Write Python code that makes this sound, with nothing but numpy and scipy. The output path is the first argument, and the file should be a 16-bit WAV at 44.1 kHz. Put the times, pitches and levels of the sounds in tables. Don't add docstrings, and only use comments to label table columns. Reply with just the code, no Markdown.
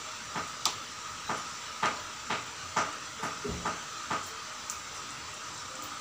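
import sys
import numpy as np
from scipy import signal
from scipy.io import wavfile
from scipy.ndimage import uniform_filter1d

SR = 44100
rng = np.random.default_rng(int(sys.argv[2]) if len(sys.argv) > 2 else 0)


def unload_wav(signal):
    wavfile.write(
        sys.argv[1],
        SR,
        np.round(np.clip(np.atleast_2d(signal).T, -1, 1) * 32767).astype(np.int16),
    )


def ratio(d):
    e = np.asarray(d, float) / 20
    return 10 ** e


N = 264644


def read(points, at):
    x, value = np.transpose(points)
    return np.interp(np.log(at + 1), np.log(x + 1), value)


def evened(x):
    return x / np.sqrt(np.mean(x ** 2) + 1e-20)


def smooth_noise(length, size):
    return evened(uniform_filter1d(rng.standard_normal(length), size=size))


def add(mix, s, sound):
    part = mix[round(s * SR):][:len(sound)]
    part += sound[:len(part)]


def port(hz):
    # (frequency [Hz], level [dB])
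    port_points = [(500, -22.5), (850, -16), (1110, -11.5), (1240, -0.5), (1400, -6.5), (1650, -11.5),
                   (3650, -11.5), (5000, -12.5), (6100, -7), (7400, -9.5), (8620, -24.5), (13700, -43),
                   (14600, -30.5), (15400, -24.5)]
    dip = -9 / (1 + (2 * (hz - 6590) / 380) ** 2)
    return read(port_points, hz) + dip


def causal(x, colour):
    hz = abs(np.fft.fftfreq(4096, 1 / SR))
    log_gain = np.log(ratio(np.maximum(colour(hz), -110)))
    phase = -signal.hilbert(log_gain).imag
    taps = np.fft.ifft(np.exp(log_gain + 1j * phase)).real[:2048]
    return signal.oaconvolve(x, taps)[:len(x)]


def heard(x, colour):
    return causal(x, lambda hz: colour(hz) + port(hz))


def hump(centre_hz, spread):
    return lambda hz: np.maximum(-6 * (np.log2((hz + 1) / centre_hz) / spread) ** 2, -40)


def hiss(patchy_db=2.0, flicker_db=0.22, hollow_db=-0.5):
    # (frequency [Hz], level [dB])
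    air = [(20, -49), (35, -27), (55, 2.5), (85, 5), (150, 4.5), (240, 0.5), (340, 0.5), (480, 5.5),
           (720, -5), (900, 1), (2000, -2), (16000, -5.5)]
    # (frequency [Hz], width [Hz], level [dB])
    hollows = [(101, 92, -3), (233, 9.1, 9), (301.5, 6.2, 0.5), (520, 3.9, -10), (624, 15, 5.5),
               (807, 49, -3), (978, 17, 1)]
    # (time [s], level [dB])
    drift = [(0.0, -41), (1.03, -41.5), (1.4, -40.5), (2.66, -41.5), (3.64, -40.5), (4.2, -41.2),
             (5.35, -41.5), (6.0, -41)]
    rumble_db, rumble_drift_db_per_s = 3, 0.16

    frames, hz = N // 512 + 6, np.fft.rfftfreq(2048, 1 / SR)
    real, imaginary, patches, slow = rng.standard_normal((frames, len(hz), 4)).T
    patches = uniform_filter1d(patches, size=9, axis=0)
    patches = evened(uniform_filter1d(patches, size=7, axis=1))
    slow = evened(uniform_filter1d(slow, size=14, axis=1))

    frame_s = np.arange(frames) * 512 / SR
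    rumble = (rumble_db + rumble_drift_db_per_s * frame_s) / (1 + (hz[:, None] / 800) ** 4)
    field = ratio((read(air, hz) + port(hz))[:, None] + rumble + patchy_db * patches)
    for k, (centre_hz, width_hz, db) in enumerate(hollows):
        away = 2 * (hz[:, None] - centre_hz) / width_hz
        field = field * (1 + ratio(db + hollow_db * slow[k]) / (1 + away ** 2))
    spectra = (real + 1j * imaginary) * field
    noise = evened(signal.istft(spectra, nperseg=2048, noverlap=1536)[1][:N])

    s, level_db = np.transpose(drift)
    level_db = np.interp(np.arange(N) / SR, s, level_db)
    return noise * ratio(level_db + flicker_db * smooth_noise(N, 500))


def echo_density(t):
    early_db = -50 * np.maximum(1 - t / 0.0083, 0)
    crowd_db = 5 * np.exp(-((t - 0.03) / 0.0066) ** 2)
    dying = ratio(-176 * np.maximum(t - 0.055, 0))
    faint_tail = ratio(-23 - 40 * t)
    return ratio(early_db + crowd_db - 4.0) * (dying + faint_tail)


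def pounding(ring_db=-3.5, fresh=0.38, uneven_db=-2.0, knock_db=-6.5):
    # (time [s], peak [dB], crack [dB], sizzle [dB])
    blows = [
        (0.3494, -25, 11, 8),
        (1.287, -22.5, 6, 10.5),
        (1.8230, -18, 13.5, 4),
        (2.2957, -23, 16.5, 10),
        (2.7600, -18, 9.5, 15.5),
        (3.2235, -25, 10, 15),
        (3.6484, -22.5, 5.5, 11),
        (4.1010, -22.5, 10, 10),
    ]
    # (frequency [Hz], level [dB])
    blow_colour = [(40, -31), (80, 6), (170, 1.5), (400, 10), (700, 8.5), (870, 4.5), (1050, 4), (1300, -1),
                   (2200, -11), (3500, -22), (6000, -25.5), (16000, -34)]
    # (frequency [Hz], level [dB], time to fall 60 dB [s])
    wood_modes = [(169.9, -8.5, 0.82), (422, -8.5, 0.54), (601.0, -11.5, 0.99), (875.0, -5.5, 0.9),
                  (836, -2, 0.85), (977, 5.0, 0.16), (1080, -24.0, 1.2), (1181, 6, 0.053),
                  (1236.0, -12.5, 0.97), (1325, -6, 0.07), (1375, -3.0, 0.088), (1462, -8.5, 0.42),
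                  (1561, -5.5, 1.0), (1787, 0.5, 0.11), (1852, -28, 0.62), (2236, -22.5, 5.0),
                  (2290, -46.0, 1.7), (2495, -54, 0.09), (92.0, -13.5, 0.35), (123, -8.0, 0.12),
                  (227.6, -2.5, 0.21), (284.7, -7.5, 0.56)]
    # (delay [s], level [dB])
    wall_echoes = [(.0035, 4), (.0065, 7.5), (.0088, 4), (.0105, 12), (.0150, 4), (.0175, 16), (.0265, 13),
                   (.0365, 11), (.0460, 7)]
    # (frequency [Hz], level [dB], time to fall 60 dB [s])
    knock_modes = [(217, 1, 0.024), (600, -16, 0.053), (887, 2, 0.024), (1227, -0.5, 0.077),
                   (1695, -23.5, 0.058)]
    # (delay [s], frequency [Hz], level [dB], time to fall 60 dB [s])
    forerun = (0.00306, 880, 12.4, .045)
    usual_blow_db, peak_to_mean_db, longest_ring_s = -22, -20.5, 0.36

    t = np.arange(int(.4 * SR)) / SR
    density = echo_density(t)
    ring = np.zeros(len(t))
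    for hz, db, t60 in wood_modes:
        fade = ratio(db - 60 * t / np.clip(t60, .1, longest_ring_s))
        ring += fade * np.sin(2 * np.pi * (hz * t + rng.random()))
    ring = ring * np.maximum.accumulate(density)
    path = rng.standard_normal(len(t)) * ratio(uneven_db * smooth_noise(len(t), 40))

    walls = np.zeros(len(t))
    for k, (s, db) in enumerate(wall_echoes):
        add(walls, s, [(-1) ** k * ratio(db)])
    knock = sum(ratio(db - 60 * t / t60) * np.sin(2 * np.pi * hz * t) for hz, db, t60 in knock_modes)
    knocks = ratio(knock_db) * evened(signal.oaconvolve(walls, knock)[:len(t)])
    s, hz, db, t60 = forerun
    soft_start = 1 - np.exp(-t / .0006)
    add(knocks, s, ratio(db - 60 * t / t60) * soft_start * np.sin(2 * np.pi * hz * t))

    out = np.zeros(N)
    for s, db, crack_db, sizzle_db in blows:
        boom_db = 1.3 - 0.87 * (db - usual_blow_db)
        hardness = [(30, -49), (90, boom_db), (250, boom_db), (800, 0.5), (1500, 1.5),
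                    (2500, crack_db), (4200, crack_db), (6000, sizzle_db), (11000, 11.5)]
        echoes = (path + fresh * rng.standard_normal(len(t))) * density + walls
        echoes = heard(echoes, lambda hz: read(blow_colour, hz))
        body = evened(echoes) + ratio(ring_db) * evened(ring) + knocks
        blow = causal(body, lambda hz: read(hardness, hz))
        add(out, s, ratio(db + peak_to_mean_db) * blow)
    return out


def scrapes(slips_per_s=12000.0):
    # (time [s], level [dB], centre [Hz], spread [octaves], length [s])
    strokes = [(.47, -48.5, 10000, 0.71, 0.058), (1.373, -54, 10500, 0.28, .03),
               (3.228, -53.5, 11100, 0.31, 0.06), (3.446, -41, 217, 1.02, 0.16),
               (3.5, -49.5, 544, 0.27, 0.13), (4.231, -44.5, 8800, 0.65, 0.059),
               (4.26, -46, 14000, 0.45, .04), (4.701, -43, 14500, .45, .03),
               (4.945, -47, 9500, 0.52, 0.048), (5.825, -46, 15000, .15, .012),
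               (5.833, -40, 14800, 0.3, .03)]
    out, t = np.zeros(N), np.arange(SR // 2) / SR
    for s, db, hz, spread, length in strokes:
        slips = rng.standard_normal(len(t)) * (rng.random(len(t)) < slips_per_s / SR)
        stroke = (1 - np.exp(-t / 0.001)) * np.exp(-(t / length) ** 1.3)
        add(out, s, ratio(db) * evened(heard(slips, hump(hz, spread))) * stroke)
    return out


def echo_tail():
    # (frequency [Hz], time to fall 60 dB [s])
    echo_times = [(500, 0.34), (3000, 0.43), (8000, 0.19), (15000, 0.79)]
    hz, t, z = signal.stft(rng.standard_normal(SR // 3), SR, nperseg=256)
    fading = z * ratio(-60 * t / read(echo_times, hz)[:, None])
    tail = signal.istft(fading, SR, nperseg=256)[1][:SR // 3]
    return tail * (1 - np.exp(-np.arange(len(tail)) / SR / 0.0018))


def ticks():
    # (centre [Hz], peak [dB], spread [octaves], ring [s], echo [dB])
    jaws = [
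        (328, -38, 0.94, .084, 0.5),
        (853, -25.5, 0.35, .026, -3),
        (3640, -24, 0.18, 0.0082, -11),
        (3900, -21, 1, 0.013, -3),
        (5620, -10.5, 0.69, 0.0024, -11.5),
        (12200, -21.5, 0.43, 0.007, -22),
    ]
    # (time [s], peak [dB], centre [Hz], spread [octaves])
    small_ticks = [(.916, -41, 8000, .8), (1.067, -40, 9000, 1.1), (1.495, -38, 8000, 0.49),
                   (1.858, -17.5, 5400, 1.1), (2.691, -39, 8000, .8), (2.769, -24, 5840, 0.31),
                   (2.928, -36, 8700, .7), (4.6992, -15, 7040, 0.33), (4.698, -28, 11600, .4),
                   (4.7035, -28, 7000, .4), (4.7132, -31, 7300, 0.39), (5.106, -31.5, 7950, .3),
                   (5.34, -40, 9000, .3), (5.577, -38, 7650, .3), (5.754, -31, 7400, .4),
                   (5.823, -28.5, 7900, .3)]
    cut_s = .6546
    lag_cycles = 1.9
    faint_tick_db = -40

    parts = [(cut_s + lag_cycles / hz, db, hz, spread, ring, echo_db) for hz, db, spread, ring, echo_db in jaws]
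    for s, db, hz, spread in small_ticks:
        strength_db = db - faint_tick_db
        parts.append((s, db, hz, spread, 0.019 * np.exp(-0.3 * strength_db), -10 - 0.3 * strength_db))

    out, t = np.zeros(N), np.arange(SR // 3) / SR
    for s, db, hz, spread, ring, echo_db in parts:
        rattle = np.sign(rng.standard_normal(len(t))) * ratio(-20 * t / ring)
        snap = heard(rattle, hump(hz, spread))
        echo = heard(echo_tail(), hump(hz, 1.19 * spread))
        add(out, s, ratio(db) * (snap / abs(snap).max() + ratio(echo_db) * echo / abs(echo).max()))
    return out


def bumps(wobble=.4):
    # (time [s], level [dB], frequency [Hz], time to fall 60 dB [s])
    dull_bumps = [(1.955, -44.5, 600, 0.24), (2.629, -43, 86, 0.28), (2.86, -48.5, 302, 0.54),
                  (2.86, -47, 634, .2), (3.17, -49, 448, 0.72), (5.29, -58, 616, 0.95),
                  (5.69, -47, 520, 0.58), (5.77, -49.5, 298, .88), (5.784, -37.5, 1228, 0.22),
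                  (4.29, -51, 450, 0.56), (4.55, -48, 246, 0.32), (5.07, -50, 292, 0.35)]
    # (frequency [Hz], level [dB], delay [s], time to fall 60 dB [s])
    bench_modes = [(52.6, -42, .035, 0.59), (76.6, -35, 0.06, 0.36), (124.3, -41, 0.036, 0.6),
                   (174.5, -37.5, .035, .6), (232, -38, 0.031, 0.21), (412.5, -33, 0, 0.4),
                   (526, -49, .083, .3)]
    shove_s, shove_rise_s = 3.442, 0.0081
    bump_rise_s, rise_cycles = .028, 7

    swings = [(shove_s + delay, db, hz, t60, shove_rise_s) for hz, db, delay, t60 in bench_modes]
    for s, db, hz, t60 in dull_bumps:
        swings.append((s, db, hz, t60, min(bump_rise_s, rise_cycles / hz)))

    out, t = np.zeros(N), np.arange(SR // 2) / SR
    for s, db, hz, t60, rise in swings:
        uneven = 1 + wobble * smooth_noise(len(t), 600)
        swell = 1 - np.exp(-(t / rise) ** 2)
        fade = np.sqrt(2) * ratio(db - 60 * t / t60)
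        add(out, s, fade * swell * uneven * np.sin(2 * np.pi * hz * t))
    return out


def scene():
    return np.tile(hiss() + pounding() + scrapes() + ticks() + bumps(), (2, 1))


def low_pass(x):
    return signal.sosfilt(signal.butter(12, 16810, fs=SR, output="sos"), x)


def record(dry, stray_db=-70.5, patchy_db=7.5, bass_hz=43.0):
    # (frequency [Hz], level [dB])
    stray_colour = [(50, -1.5), (300, 1), (1000, -6), (2500, -8), (3400, -10.5), (4000, 14), (4700, -12.5),
                    (8000, -27), (13500, -39), (15200, -4.5)]
    noises = rng.standard_normal(dry.shape)
    stray = np.array([causal(noise, lambda hz: read(stray_colour, hz)) for noise in noises])
    stray = evened(stray) * ratio(stray_db + patchy_db * smooth_noise(N, 2500))
    thinned = signal.lfilter(*signal.butter(2, bass_hz, "high", fs=SR), dry)
    limit = signal.firwin(801, 15540, window=("kaiser", 9), fs=SR)
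    mix = signal.oaconvolve(thinned + stray, limit[None], "same") - .0003
    return low_pass(mix)


dry = scene()
out = record(dry)
unload_wav(out)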